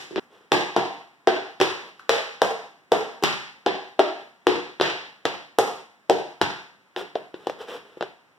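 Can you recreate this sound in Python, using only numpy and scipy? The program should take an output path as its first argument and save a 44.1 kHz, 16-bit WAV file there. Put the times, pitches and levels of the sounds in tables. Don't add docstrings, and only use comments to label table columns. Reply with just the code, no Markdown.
import sys
import numpy as np
from scipy import signal
from scipy.fft import rfft, irfft, next_fast_len
from scipy.io import wavfile
from scipy.ndimage import uniform_filter1d, minimum_filter1d

SR = 44100
rng = np.random.default_rng(int(sys.argv[2]) if len(sys.argv) > 2 else 0)


def wav_out(sig):
    wavfile.write(sys.argv[1], SR, np.round(np.clip(np.atleast_2d(sig).T, -1, 1) * 32767).astype(np.int16))


N = 369558
LEAD = SR // 2
SWELL_S = .006
PORTS_S = 0.0004497


def gain_of(db):
    return 10 ** (np.asarray(db) / 20)


def evened(x):
    return x / np.sqrt(np.mean(x ** 2) + 1e-20)


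def read(points, hz):
    f, value = np.transpose(points)
    return np.interp(np.log(hz + 1), np.log(f + 1), value)


def at_time(points, s):
    return np.interp(s, *np.transpose(points))


def colour(x, points):
    hz = np.fft.rfftfreq(x.shape[-1], 1 / SR)
    return irfft(rfft(x) * gain_of(read(points, hz)), x.shape[-1])


def add(mix, s, sound):
    part = mix[:, round(s * SR) + LEAD:][:, :sound.shape[1]]
    part += sound[:, :part.shape[1]]


# pitch_hz, level_db (relative), t60_s (at ring length factor 1)
BOARD_MODES = [(145, 11.5, 0.018), (177.6, 1.5, 0.033), (266, -5, 0.033), (318.2, -12.5, 0.047),
               (371.6, 10.5, 0.08), (398.3, -8, 0.23), (456.5, 3.5, 0.052), (520.4, -2, 0.042),
               (631, -3.5, 0.046), (705.3, -3, 0.056), (786.6, -3.5, 0.051), (892, -6.5, 0.037),
               (1022, -5, 0.019), (1288, -4, 0.018), (1523, -2, 0.018)]
RING_ANCHORS = (205, 341, 429.5, 770, 1310)
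KNOCK_DB = -11.5
THUD_DB, THUD_PER_LENGTH_DB = -7.5, -24.5


def board_ring(t, row, chance):
    _, click_db, mid_db, deep_db, tilt_db, _, length = row
    octaves = np.log2(np.array(RING_ANCHORS[3:]) / RING_ANCHORS[2])
    high_db, knock_db = mid_db + tilt_db * octaves
    thud_db = click_db + THUD_DB + THUD_PER_LENGTH_DB * length
    anchor_db = (thud_db, mid_db + deep_db, mid_db, high_db, knock_db + KNOCK_DB)
    hz, db, t60 = (column[:, None] for column in np.transpose(BOARD_MODES))
    spot_db = np.interp(np.log(hz), np.log(RING_ANCHORS), anchor_db)
    detune = 1 + 0.022 * chance[-len(hz):, None]
    phase = 0.15 * chance[-2 * len(hz):-len(hz), None]
    decay_db = 60 * np.maximum(t, 0) / (t60 * length)
    modes = gain_of(db + spot_db + 0.5 - decay_db) * np.sin(2 * np.pi * (hz * detune * t + phase))
    swell = np.where(t < 0, .07 * np.exp(t / .002), 1 - .95 * np.exp(-t / .0005))
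    return modes.sum(0) * swell


# pitch_hz, level_db (relative, before the edge of each blow)
PLATE_COLOUR = [(800, 2), (1800, 7.5), (3200, 5), (4400, 2.5), (5500, -1.5), (6800, -5), (9500, -12.5),
                (13000, -14), (16500, -31.5)]


def plate_click(t, row, chance):
    _, click_db, _, _, _, edge_db, length = row
    rattle = chance * (t > 0) * (.5 * np.exp(-t / 0.00089) + 0.11 * np.exp(-t / 0.017))
    strike = -signal.unit_impulse(len(t), np.argmax(t > 0))
    bright_db = edge_db + 22.5
    plate = [(f, db + bright_db * np.clip(f / 4000 - 1, 0, 1)) for f, db in PLATE_COLOUR]
    direct = rattle + 2.33 * length * strike
    all_round = 0.073 * rattle + 4.19 * strike
    return gain_of(click_db + 0.5) * colour(np.array([direct, all_round]), plate)


def blow(row, chance):
    t = np.arange(len(chance)) / SR - SWELL_S
    return board_ring(t, row, chance) + plate_click(t, row, chance)


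def at_ports(sound, lead_ms):
    hz = np.fft.rfftfreq(len(sound), 1 / SR)
    delay_ms = np.array([[.5 - lead_ms / 2], [.5 + lead_ms / 2]])
    late = np.exp(-2j * np.pi * hz * delay_ms / 1000)
    shading = gain_of([[1.5], [-1.5]])
    return irfft(rfft(sound) * late * shading, len(sound))


# time_s, level_db (relative)
ROOM_SHARE = [(.1, 0.5), (.55, 0.5), (.9, -4), (2.1, -4), (3.5, -4.5), (5.5, -8), (6.9, -8.5), (7.2, -12.5),
              (8, -14.5)]
# time_s, lead_ms (sooner at the left port)
BEARING = [(2.5, -.02), (3.7, -.014), (4, .015), (6.4, .02), (7, -.015), (7.3, .014)]


def shoes(rows, tails):
    mix = np.zeros((2, N + LEAD))
    chance = rng.standard_normal((len(rows), 8192))
    for row, draw, tail in zip(rows, chance, tails):
        direct, all_round = blow(row, draw)
        start = row[0] - SWELL_S
        add(mix, start, at_ports(direct, at_time(BEARING, row[0])))
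        answer = signal.fftconvolve(all_round[None], tail, axes=1)
        add(mix, start, gain_of(at_time(ROOM_SHARE, row[0])) * answer)
    return mix[:, LEAD:]


# full_from_s, level_db (relative), rise_s, hold_s, fall_s
SLIDES = [(0.319, -46, 0.079, 0.056, 0.24), (1.887, -41.5, 0.17, 0.0092, 0.017),
          (6.969, -28, 0.0089, 0.043, 0.051), (7.158, -39.5, .01, 0.022, 0.024),
          (7.402, -44, 0.091, 0.068, 0.062), (7.607, -33, 0.046, 0.017, 0.07),
          (7.682, -33, .02, 0.026, 0.068), (7.74, -33, .06, 0.024, 0.06), (7.853, -47, .2, 0.093, 0.11)]
SLIDE_ENDS_DB = -28


def slide_level(t, full, db, rise, hold, fall):
    away = np.maximum((full - t) / rise, (t - full - hold) / fall)
    return gain_of(db + SLIDE_ENDS_DB * np.maximum(away, 0))


# pitch_hz, level_db (relative)
SLIDE_COLOUR = [(150, -9.5), (380, -0.5), (460, 9.5), (560, -5), (1200, -9.5), (3200, -11.5), (6000, -25.5),
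                (15000, -39.5)]


def slides(tail):
    t = np.arange(N) / SR
    grain_db = 1.38 * rng.exponential(1, N // 64 + 1)
    grit = rng.standard_normal(N) * gain_of(grain_db).repeat(64)[:N]
    level = sum(slide_level(t, *row) for row in SLIDES)
    dry = evened(colour(grit, SLIDE_COLOUR)) * uniform_filter1d(level, 400)
    answer = signal.fftconvolve(dry[None], tail, axes=1)[:, :N]
    return 0.47 * dry + gain_of(-16.5) * answer


def diffuse(noise):
    same = .97 * np.sinc(2 * np.fft.rfftfreq(noise.shape[-1], 1 / SR) * PORTS_S)
    a, b = rfft(noise[..., 0, :]), rfft(noise[..., 1, :])
    return irfft(np.stack([a, same * a + np.sqrt(1 - same ** 2) * b], -2), noise.shape[-1])


# pitch_hz, t60_s
ROOM_DECAY = [(120, 0.43), (320, 0.41), (840, 0.63), (2200, 0.72), (5800, 0.68), (14000, 0.45)]
# pitch_hz, level_db (relative)
ROOM_COLOUR = [(100, 13.5), (250, 4.5), (500, -0.5), (1000, 4.5), (3000, 4.5), (7000, 2.5), (15000, -0.5)]
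# pitch_hz, level_db (relative), t60_s
STANDING = [(95, -16, 0.15), (147.1, -18.5, 0.61), (193.2, -13.5, 0.43), (294, -23, 0.57)]


def rooms(count):
    hz, t, z = signal.stft(diffuse(rng.standard_normal((count, 2, 32768))), SR, nperseg=512)
    decay_db = 60 * t / read(ROOM_DECAY, hz)[:, None]
    z = z * gain_of(read(ROOM_COLOUR, hz)[:, None] - decay_db)
    tails = signal.istft(z, SR, nperseg=512)[1]
    t = np.arange(tails.shape[-1]) / SR
    for f, db, t60 in STANDING:
        phase = 0.38 * rng.random((count, 2, 1))
        tails = tails + gain_of(db - 60 * t / t60) * np.sin(2 * np.pi * (f * t + phase))
    late_rise = 1 + .5 * (t > .088) * np.exp(-(t - .088) / 0.011)
    near_walls = 1 + 0.15 * np.exp(-t / 0.026)
    onset = np.clip((t - .003) / 0.0047, 0, 1)
    return tails * late_rise * near_walls * onset / np.sqrt(0.032 * SR)


# (relative, per Hz)
HUSH_COLOUR = [(24, -26.5), (40, -9.5), (197, -3.5), (621, -14), (797, -11), (2220, -13), (2990, -20),
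               (15500, -39)]


def hush():
    noise = diffuse(rng.standard_normal((2, N)))
    return gain_of(-55.5) * evened(colour(noise, HUSH_COLOUR))


# start_s, click_db (plate), mid_db (board ring), deep_db (deep ring over mid ring),
# tilt_db_per_octave (ring, upward), edge_db (plate edge over click), length_factor (ring, short under weight)
BLOWS = [(.1085, -43, -49.5, 13, -15, -28, 1.2), (.1595, -19.5, -39, 13.5, -10, -38, 1.15),
         (.1794, -24.5, -30, -5, -7, -51, 0.77), (.5189, -8, -23, -3, 11, -25, 0.92),
         (.7637, -11.5, -20, -10.5, 6, -27.5, 1.12), (1.2726, -7.5, -15.5, -11.5, 4, -31, 1.15),
         (1.601, -11, -25.5, -1.5, 1, -28.5, 0.92), (1.6128, -6, -25, 8, 9.5, -24.5, 0.53),
         (1.9945, -36.5, -75.5, 5, 36, -20, 0.75), (2.0935, -3, -11.5, -44, -10, -24.5, 1.33),
         (2.4178, -10.5, -14, -47.5, 3, -20.5, 0.98), (2.919, -11, -11.5, -39.5, -0.5, -22, 1.1),
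         (3.2247, -21, -24.5, -11, -3, -21, 0.53), (3.2365, -3, -19, -4, 4, -25.5, 0.41),
         (3.6624, -9, -15.5, -10.5, 1.5, -33, 0.88), (3.9931, -9, -11, -11.5, 4, -31, 0.81),
         (4.4688, -3.5, -7.5, -12.5, -12.5, -29.5, 1.05), (4.799, -18, -37.5, 16, 8, -40.5, 0.82),
         (4.8108, 0.5, -16, -5.5, 1, -30.5, 0.49), (5.2535, -8, -13, -21.5, -15, -29, 0.67),
         (5.586, -7, -11, -21.5, 4, -15, 1.08), (6.0974, -7.5, -10.5, -14.5, -1, -24, 1.5),
         (6.4142, -4, -17.5, -3, 10.5, -27, 0.38), (6.9628, -19, -37.5, 2.5, 5.5, -47, 2),
         (7.1545, -21, -21, -35, -0.5, -41, 1.04), (7.3416, -28, -36, 3, -27, -42, 0.46),
         (7.47, -20, -21.5, -16, -1, -27, 0.62), (7.497, -23.5, -26, -29, -4, -26, 0.58),
         (7.9708, -50, -38, -12, -11, -30, 0.77), (8.0092, -16.5, -18.5, -20, -16, -46, 0.48),
         (8.025, -21, -25, -20.5, 1, -32, 0.82)]
EARLIER_BLOW = (-.2, -8, -25, 3, 2, -14, .9)
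CUT_S = 0.198


def scene():
    rows = [EARLIER_BLOW] + list(BLOWS)
    tails = rooms(count=len(rows))
    opening = sum(row[0] < CUT_S for row in rows)
    before_cut = np.clip((CUT_S - np.arange(N) / SR) / 0.0024, 0, 1)
    taps = before_cut * shoes(rows[:opening], tails) + shoes(rows[opening:], tails[opening:])
    return taps + slides(tails[0]) + hush()


def steer(dry):
    size = next_fast_len(N + 4096)
    a, b = rfft(dry, size)
    jf = 1j * np.fft.rfftfreq(size, 1 / SR)
    late = 0.69 * np.exp(-2 * np.pi * jf * PORTS_S) / (1 + (abs(jf) / 7000) ** 3)
    lift = (1 + 350 / (jf + 90)) * (jf / (jf + 200)) ** 2.265
    return irfft(np.array([a - late * b, b - late * a]) * lift * 0.85, size)[:, :N]


def lower_tails(x):
    power = signal.lfilter([.002], [1, .002 - 1], (x ** 2).mean(0))
    under_db = np.clip(-42 - 10 * np.log10(power + 1e-12), 0, 14)
    return x / gain_of(.5 * np.minimum(under_db, uniform_filter1d(under_db, 800)))


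def limit(x):
    over_db = np.maximum(20 * np.log10(abs(x).max(0) / .97 + 1e-9), 0)
    fall = np.arange(N) * 100.0 / SR
    held_db = -minimum_filter1d(fall - np.maximum.accumulate(over_db + fall), 129)
    return x / gain_of(uniform_filter1d(held_db, 65))


def record(dry):
    held = limit(lower_tails(steer(dry)) * 1.218)
    low_pass = signal.firwin(511, 16500, window=("kaiser", 9), fs=SR)
    return signal.oaconvolve(held, low_pass[None], "same")


dry = scene()
out = record(dry)
wav_out(out)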